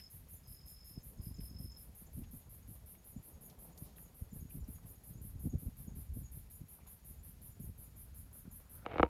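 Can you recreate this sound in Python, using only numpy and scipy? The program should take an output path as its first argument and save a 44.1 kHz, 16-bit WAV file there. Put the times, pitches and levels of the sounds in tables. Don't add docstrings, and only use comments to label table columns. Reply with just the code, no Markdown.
import sys
import numpy as np
from scipy import signal
from scipy.fft import rfft, irfft, next_fast_len
from scipy.io import wavfile

SR = 44100
rng = np.random.default_rng(int(sys.argv[2]) if len(sys.argv) > 2 else 0)


def elevation(decibels):
    levels = np.asarray(decibels, float)
    return 10 ** (levels / 20)


def transcribe(u):
    v = np.clip(np.atleast_2d(u).T, -1, 1)
    q = np.round(v * 32767).astype(np.int16)
    wavfile.write(sys.argv[1], SR, q)


N = 400849
TIME = np.arange(N) / SR
CUT_S = 8.852

# time_s, level_db
BREEZE_LEVEL = [(0.0, -58), (0.81, -60), (1.43, -52), (1.82, -60.5), (2.27, -51.5), (2.41, -59), (3.3, -62),
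                (4.24, -61.5), (4.56, -53), (5.0, -60), (5.49, -48.5), (5.77, -56.5), (6.16, -50.5),
                (6.46, -59.5), (6.66, -63), (7.44, -55.5), (8.48, -57), (8.85, -63.5)]


def evened(x):
    return x / np.sqrt(np.mean(x ** 2) + 1e-20)


def coloured(x, points):
    size = next_fast_len(len(x))
    point_hz, point_db = np.transpose(points)
    hz = np.fft.rfftfreq(size, 1 / SR)
    gain = elevation(np.interp(np.log(hz + 1), np.log(point_hz + 1), point_db))
    return irfft(rfft(x, size) * gain, size)[:len(x)]


def coloured_noise(points):
    return evened(coloured(rng.standard_normal(N), points))


def add(mix, s, sound):
    at = round(s * SR)
    sound = sound[max(-at, 0):]
    part = mix[max(at, 0):][:len(sound)]
    part += sound[:len(part)]


def wander(hz):
    lowpass = signal.butter(2, hz, fs=SR, output="sos")
    return evened(signal.sosfilt(lowpass, rng.standard_normal(N)))


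def scatter(x, t60, gap_s):
    t = np.arange(SR // 3) / SR
    taps = rng.standard_normal(len(t)) * (rng.random(len(t)) < .1)
    tail = taps * elevation(-60 * t / t60) * (1 - np.exp(-t / gap_s))
    return signal.oaconvolve(x, tail / np.linalg.norm(tail))[:len(x)]


def echoes(x, t60, wet_db, gap_s):
    return x + elevation(wet_db) * scatter(x, t60, gap_s)


def glide(hz, drop_hz, length_s):
    t = np.arange(-1.5 * length_s, 1.5 * length_s, 1 / SR)
    shape = np.exp(-(2 * t / length_s) ** 2)
    turns = hz * t - drop_hz * t ** 2 / (2 * length_s)
    return shape * np.sin(2 * np.pi * turns + 2 * np.pi * rng.random())


def strokes(stroke_s):
    # time_s, strokes_so_far
    tempo = [(-.085, 0), (1.4022, 8), (1.77, 10), (2.3115, 13), (3.0435, 17), (3.2275, 18), (3.5901, 20),
             (4.3302, 24), (4.4975, 25), (4.8581, 27), (5.3954, 30), (5.5839, 31), (6.1364, 34),
             (6.3167, 35), (6.8679, 38), (7.0474, 39), (7.4168, 41), (7.7794, 43), (8.6959, 48)]
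    # from_s, to_s
    slow_spells = [
        (.2, .55),
        (.75, 1.1),
        (1.7, 2.0),
        (2.4, 4.4),
    ]
    fast_teeth_per_s, slow_teeth_per_s = 335, 303
    stumble_s, stumble_db = 4.146, -2.5
    marks_s, made = np.transpose(tempo)
    starts_s = np.interp(np.arange(made[-1] + 1), made, marks_s)
    slow = np.any([(starts_s > a) & (starts_s < b) for a, b in slow_spells], axis=0)
    db = 0.45 * rng.standard_normal(len(starts_s))
    db += stumble_db * (abs(starts_s - stumble_s) < stroke_s)
    return zip(starts_s, db, np.where(slow, slow_teeth_per_s, fast_teeth_per_s))


def bush_cricket():
    # pitch_hz, level_db, t60_s
    membrane = [
        (9700, -9, .003),
        (11000, -1.5, .0045),
        (12500, 0, .0045),
        (13600, -8, .003),
    ]
    # frequency_hz, density_db (per Hz)
    rasp_tone = [(4710, -51), (8000, -26), (8950, -13), (9310, -8.5), (9650, 0), (10300, -3), (11200, 0.5),
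                 (12400, 0), (13400, -.5), (15600, -23.5)]
    stroke_s = 0.063
    lead, t = SR // 5, np.arange(300) / SR
    clicks = np.zeros(N + lead)
    for s, db, teeth_per_s in strokes(stroke_s):
        tooth_s = np.arange(0, stroke_s, 1 / teeth_per_s)
        late, uneven = rng.standard_normal((2, len(tooth_s)))
        force_db = db + 1.5 * uneven - 1.2 * (1 - tooth_s / stroke_s) ** 2
        at = np.round((s + tooth_s + .0001 * late) * SR).astype(int) + lead
        clicks[at] = elevation(force_db)
    ring = sum(elevation(db - 60 * t / t60) * np.sin(2 * np.pi * hz * t) for hz, db, t60 in membrane)
    ring = ring * (1 - np.exp(-t * SR / 9)) ** 2
    direct = signal.oaconvolve(clicks, ring)[lead:lead + N]
    turn = 2 * np.pi * 0.6 * np.arange(N + lead) / SR
    wet = sum(scatter(clicks, 0.21, gap_s=250 / SR) * np.cos(turn + k * np.pi / 3) for k in range(3))
    wet = coloured(wet, rasp_tone)[lead:]
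    return elevation(-66.3) * evened(direct) + elevation(-63.3) * evened(wet)


def field_cricket():
    # first_pulse_s, last_pulse_s, pulses_per_s, final_db, echo_db
    trills = [
        (-.4895, .07, 43.2, -56, -6.5),
        (.442, 1.003, 46.15, -60, -6.5),
        (1.194, 1.775, 45.3, -60.5, -1),
    ]
    start_hz, end_hz, swell_db = 5040, 5185, 5.5
    pulse_s, pulse_growth_s = .012, .0045
    settle_hz, settle_s = 470, .006
    out = np.zeros(N)
    for first, last, rate, final_db, echo_db in trills:
        trill = np.zeros(2 * SR)
        for s in np.arange(0, last - first, 1 / rate):
            warm = 1 - (1 - s / (last - first)) ** 2
            t = np.arange(0, pulse_s + warm * pulse_growth_s, 1 / SR)
            shape = signal.windows.tukey(len(t), .6) * (0.75 + 0.3 * t / t[-1])
            fall = settle_hz * settle_s * (1 - np.exp(-t / settle_s))
            hz = start_hz + warm * (end_hz - start_hz) - 130
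            pulse = shape * np.sin(2 * np.pi * (hz * t + fall + rng.random()))
            db = final_db - (1 - warm) * swell_db + .8 * rng.standard_normal()
            if s == 0:
                db -= 4
            add(trill, s, elevation(db) * pulse)
        add(out, first - .008, echoes(trill, 0.2, echo_db, gap_s=0.0049))
    return elevation(2.0) * out


def chirps():
    # first_s, last_s, gap_s, peak_db, pitch_hz
    bouts = [(.04, 1.349, .33, -71.5, 7070), (1.72, 2.072, .35, -71.3, 7060),
             (3.176, 3.732, .28, -71.5, 7030), (4.034, 5.186, .29, -72, 7025),
             (6.24, 6.879, .32, -71.5, 7000), (7.195, 8.512, .33, -74, 7050),
             (0.338, 1.016, .34, -74, 6380), (1.366, 2.07, .35, -73, 6370), (8.14, 8.524, .38, -76, 6430),
             (2.273, 3.344, .36, -73.5, 6630), (4.06, 4.757, .35, -70, 6690),
             (5.142, 5.142, .36, -70, 6600), (5.505, 6.257, .37, -64.5, 6700), (.114, .457, .34, -75, 6460),
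             (.86, 1.502, .32, -74.5, 6610), (.562, 1.233, .33, -76, 6900), (3.133, 3.786, .33, -75, 6710),
             (4.473, 4.96, .49, -76, 6750), (6.523, 6.876, .35, -75.4, 6745), (7.63, 7.968, .34, -76, 6775),
             (1.99, 1.99, .35, -76, 6450)]
    rows = []
    for first, last, gap, db, hz in bouts:
        times = np.linspace(first, last, round((last - first) / gap) + 1)
        for s, (u, v) in zip(times, rng.standard_normal((len(times), 2))):
            rows.append((s, db + 1.2 * u, hz + 25 * v))
    return rows


def far_crickets():
    faint_count, faint_db, faint_hz, spread_hz = 500, -89, 6800, 330
    faint = rng.random((faint_count, 3)) * [N / SR, 6.5, 2 * spread_hz]
    faint += [0, faint_db, faint_hz - spread_hz]
    out = np.zeros(N)
    for s, db, hz in [*chirps(), *faint]:
        drop_hz = 220 * (.5 + rng.random())
        length_s = .018 * (.7 + .6 * rng.random())
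        chirp = glide(hz, drop_hz, length_s)
        add(out, s - len(chirp) / 2 / SR, elevation(db) * chirp)
    return elevation(4.0) * echoes(out, 0.17, -5.0, gap_s=300 / SR)


def eddies():
    # centre_s, peak_db, pitch_hz, wake_s
    leaders = [(.979, -41, 189, 0.00037), (1.198, -40.5, 143, 0.0013), (1.272, -40, 125, .05),
               (1.395, -42, 242, 0), (1.513, -50, 247, .06), (1.605, -41, 170, .08), (2.18, -41, 175, .055),
               (2.342, -49.5, 245, .03), (2.693, -47.5, 163, .03), (3.167, -41.5, 228, .06),
               (3.826, -43, 170, 0), (4.223, -38.5, 101, 0), (4.333, -42.5, 201, .13),
               (4.556, -43, 190, .1), (4.691, -45, 238, .03), (4.854, -45.5, 145, 0), (5.111, -47, 148, .2),
               (5.361, -42, 114, 0), (5.461, -35, 186, 0.00045), (5.473, -33, 282, 0),
               (5.542, -35, 221, 0.00039), (5.555, -29, 134, 0), (5.634, -45, 243, .03),
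               (5.67, -36, 79, .03), (5.883, -42.5, 243, .13), (6.173, -43, 200, .09), (6.377, -43, 145, 0),
               (6.616, -42.5, 150, .03), (7.604, -42, 200, .11), (8.481, -44.5, 212, 0)]
    gap_s, wake_db, spread_db = .021, -4.5, 2.0
    whirl_hz, spread_oct = 140, 0.46
    stray_count, stray_db = 45, 4
    rows = []
    for s, db, hz, wake_s in leaders:
        rows.append((s, db, hz))
        late = np.arange(gap_s, wake_s + 1e-3, gap_s)
        for after, (u, v, w) in zip(late, np.clip(rng.standard_normal((len(late), 3)), -2, 2)):
            whirl_db = db + wake_db + spread_db * v
            rows.append((s + after + gap_s * u / 4, whirl_db, whirl_hz * 2 ** (spread_oct * w)))
    s = (np.arange(stray_count) + rng.random(stray_count)) * CUT_S / stray_count
    v, w = np.clip(rng.standard_normal((2, stray_count)), -2, 2)
    db = np.interp(s, *np.transpose(BREEZE_LEVEL)) + stray_db + spread_db * v
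    return rows + list(zip(s, db, whirl_hz * 2 ** (spread_oct * w)))


def wind():
    # frequency_hz, density_db (per Hz)
    rumble_tone = [(15, -30), (30, -5.5), (60, 3), (120, -8), (250, -20), (500, -45.5), (1000, -78.5)]
    # frequency_hz, density_db (per Hz)
    fizz_tone = [(60, -2.5), (150, 5), (250, 3.5), (400, -8), (700, -23), (1200, -53)]
    breeze_db = np.interp(TIME, *np.transpose(BREEZE_LEVEL))
    rumble = elevation(breeze_db + 2.63 * wander(9.7) + 0.6) * coloured_noise(rumble_tone)
    thumps, stir = np.zeros(N), np.zeros(N)
    for s, db, hz in eddies():
        push = glide(0.7 * hz, 0.46 * hz, 0.97 / hz + 0.0012)
        add(thumps, s - len(push) / 2 / SR, elevation(db + 6.0) * push)
        fizz_db = db + 6.3 * np.log2(hz / 120)
        add(stir, s - .028, elevation(fizz_db) * np.hanning(2200) ** 2)
    return rumble + thumps + elevation(-15.0) * stir * coloured_noise(fizz_tone)


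def hum():
    # frequency_hz, density_db (per Hz)
    low_tone = [(90, -23.5), (150, 0), (340, -13), (450, -11.5), (900, -18), (1100, -22.5), (2000, -40),
                (5000, -82)]
    # frequency_hz, density_db (per Hz)
    high_tone = [(600, -32), (1000, -4.5), (1400, -1), (2200, -14), (3500, -28)]
    # time_s, level_db, brightness_db
    swells = [(0, -76.5, -24), (.8, -76.5, -27), (1.1, -75, -24), (3, -73.5, -18), (3.7, -68.5, -24),
              (4.1, -73, -16), (5.8, -74, -15), (6.3, -77.5, -21), (6.8, -74.5, -13), (7.3, -77, -20),
              (7.8, -74.5, -7.5), (8.6, -76.5, 0.5), (8.85, -71.5, 3.5)]
    s, hum_db, bright_db = np.transpose(swells)
    low = elevation(5.0) * coloured_noise(low_tone)
    high = elevation(np.interp(TIME, s, bright_db) - 4.0) * coloured_noise(high_tone)
    return elevation(np.interp(TIME, s, hum_db) + 2.3 * wander(17.4)) * (low + high)


def leaves():
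    # start_s, peak_db, centre_hz, width_hz, t60_s
    ticks = [(-.002, -52, 2430, 3000, 0.041), (1.4064, -56, 2000, 2500, 0.0097),
             (2.235, -59.5, 2200, 4000, 0.066), (2.9494, -62.5, 2290, 1500, 0.022),
             (3.4984, -53, 4500, 6000, 0.019), (3.504, -63, 4000, 5000, .08),
             (3.7758, -53, 5450, 4000, .02), (3.83, -63.5, 4500, 5000, 0.76),
             (3.962, -63, 3500, 1500, .015), (3.9823, -53.5, 1260, 1200, .015),
             (4.5052, -59, 2540, 600, .02), (4.6394, -63, 5640, 900, 0.033), (4.7815, -62, 1100, 600, .02),
             (5.8894, -67, 1280, 1200, 0.03), (6.786, -56, 840, 600, .02), (6.8, -66, 2300, 900, .12),
             (6.858, -60, 900, 900, 0.16), (6.862, -64.5, 3200, 2600, 0.14)]
    out, t = np.zeros(N), np.arange(9000) / SR
    for s, db, hz, width_hz, t60 in ticks:
        decay = elevation(-60 * t / t60) + elevation(-15 - 12 * t / t60)
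        snap = rng.standard_normal(len(t)) * decay * (1 - np.exp(-30 * t / t60))
        band = signal.iirpeak(hz, hz / width_hz, SR)
        snap = signal.lfilter(*band, signal.lfilter(*band, snap))
        snap = snap * np.hanning(2 * len(t))[len(t):]
        add(out, s, elevation(db) * snap / abs(snap).max())
    return out


def air():
    # frequency_hz, density_db (per Hz)
    hiss_tone = [(300, -18.5), (900, -5), (1600, -4.5), (2400, -5), (2900, -7), (5000, -8), (7800, -11),
                 (12000, -3), (15700, -12.5)]
    return elevation(-73 + 0.92 * wander(25)) * coloured_noise([(100, -46), *hiss_tone])


def scrape():
    # time_s, level_db
    strength = [
        (8.842, -95),
        (8.853, -54),
        (8.885, -50),
        (8.92, -46),
        (8.96, -46),
        (9.03, -52),
        (9.06, -50),
        (9.07, -64),
        (9.09, -60),
    ]
    # frequency_hz, density_db (per Hz)
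    wood_tone = [(30, -25), (60, 6), (260, -14.5), (520, -4), (620, -7.5), (760, -2.5), (1000, -22),
                 (1300, -14.5), (1700, -20.5), (2250, -14.5), (2650, -21), (3000, -25.5), (3800, -32.5),
                 (9000, -67)]
    jerks = (rng.random(N) < 650 / SR) * elevation(4.2 * np.minimum(rng.exponential(1, N), 3))
    slips = jerks * rng.choice([-1, 1], N)
    grit = evened(slips) + 0.54 * rng.standard_normal(N)
    level = elevation(np.interp(TIME, *np.transpose(strength), left=-120))
    return level * evened(coloured(grit, wood_tone))


def hollow_body():
    # start_s, blow_db, hardness_db (per octave)
    knocks = [(8.862, -29.5, 4.6), (8.91, -47, -1), (8.917, -41, 3), (8.935, -40, 1), (8.957, -32, -1.5),
              (8.97, -40, 2), (8.982, -28.5, 4.5), (8.996, -17, -1.8), (9.003, -25, -0.5),
              (9.0296, -11.5, 0.6), (9.049, -36.5, 1), (9.062, -41.5, -3)]
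    # pitch_hz, level_db, t60_s, build_up_s
    modes = [(71, -9.5, 0.1, 0.0041), (159, -2.5, 0.031, 0.0025), (313, 1.5, 0.03, 0.0014),
             (485, 1.5, 0.042, 0.0043), (804, -4.5, 0.023, 0.0007), (936, -23.5, 0.13, .004),
             (1283, -1, 0.013, 0.00057), (1526, -9, 0.0091, 0.00029), (2227, -13, 0.014, 0.00032),
             (2890, -17, 0.014, 0.00026), (3740, -21, 0.0066, 0.00016), (5300, -39, .006, .0002),
             (6800, -43, 0.006, .0002)]
    out, t = np.zeros(N), np.arange(SR // 5) / SR
    for s, blow_db, hard_db in knocks:
        ring = np.zeros(len(t))
        for hz, mode_db, t60, rise_s in modes:
            spot_db = 1.2 * rng.standard_normal()
            db = mode_db + hard_db * np.log2(hz / 800) + spot_db
            swell = (1 - np.exp(-t / rise_s)) ** 2
            ring += elevation(db - 60 * t / t60) * swell * np.sin(2 * np.pi * hz * t)
        bend = np.sin(2 * np.pi * 0.01436 / (t + 0.001757)) * (t / 0.0019) ** 2 * np.exp(-t / .0016)
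        add(out, s, elevation(blow_db) * (ring + elevation(0.5) * bend))
    return out


def scene():
    outdoors = bush_cricket() + field_cricket() + far_crickets() + wind() + hum() + leaves()
    fade = np.clip((CUT_S - TIME) / .006 + .5, 0, 1)
    hiss = (0.68 + 0.44 * fade) * air()
    return (fade * outdoors + hiss + scrape() + hollow_body())[None]


def roll_off(x):
    return signal.sosfilt(signal.butter(12, 15780, fs=SR, output="sos"), x)


def record(dry):
    bass_cut = signal.butter(2, 30, "highpass", fs=SR, output="sos")
    return roll_off(signal.sosfilt(bass_cut, dry))


dry = scene()
out = record(dry)
transcribe(out)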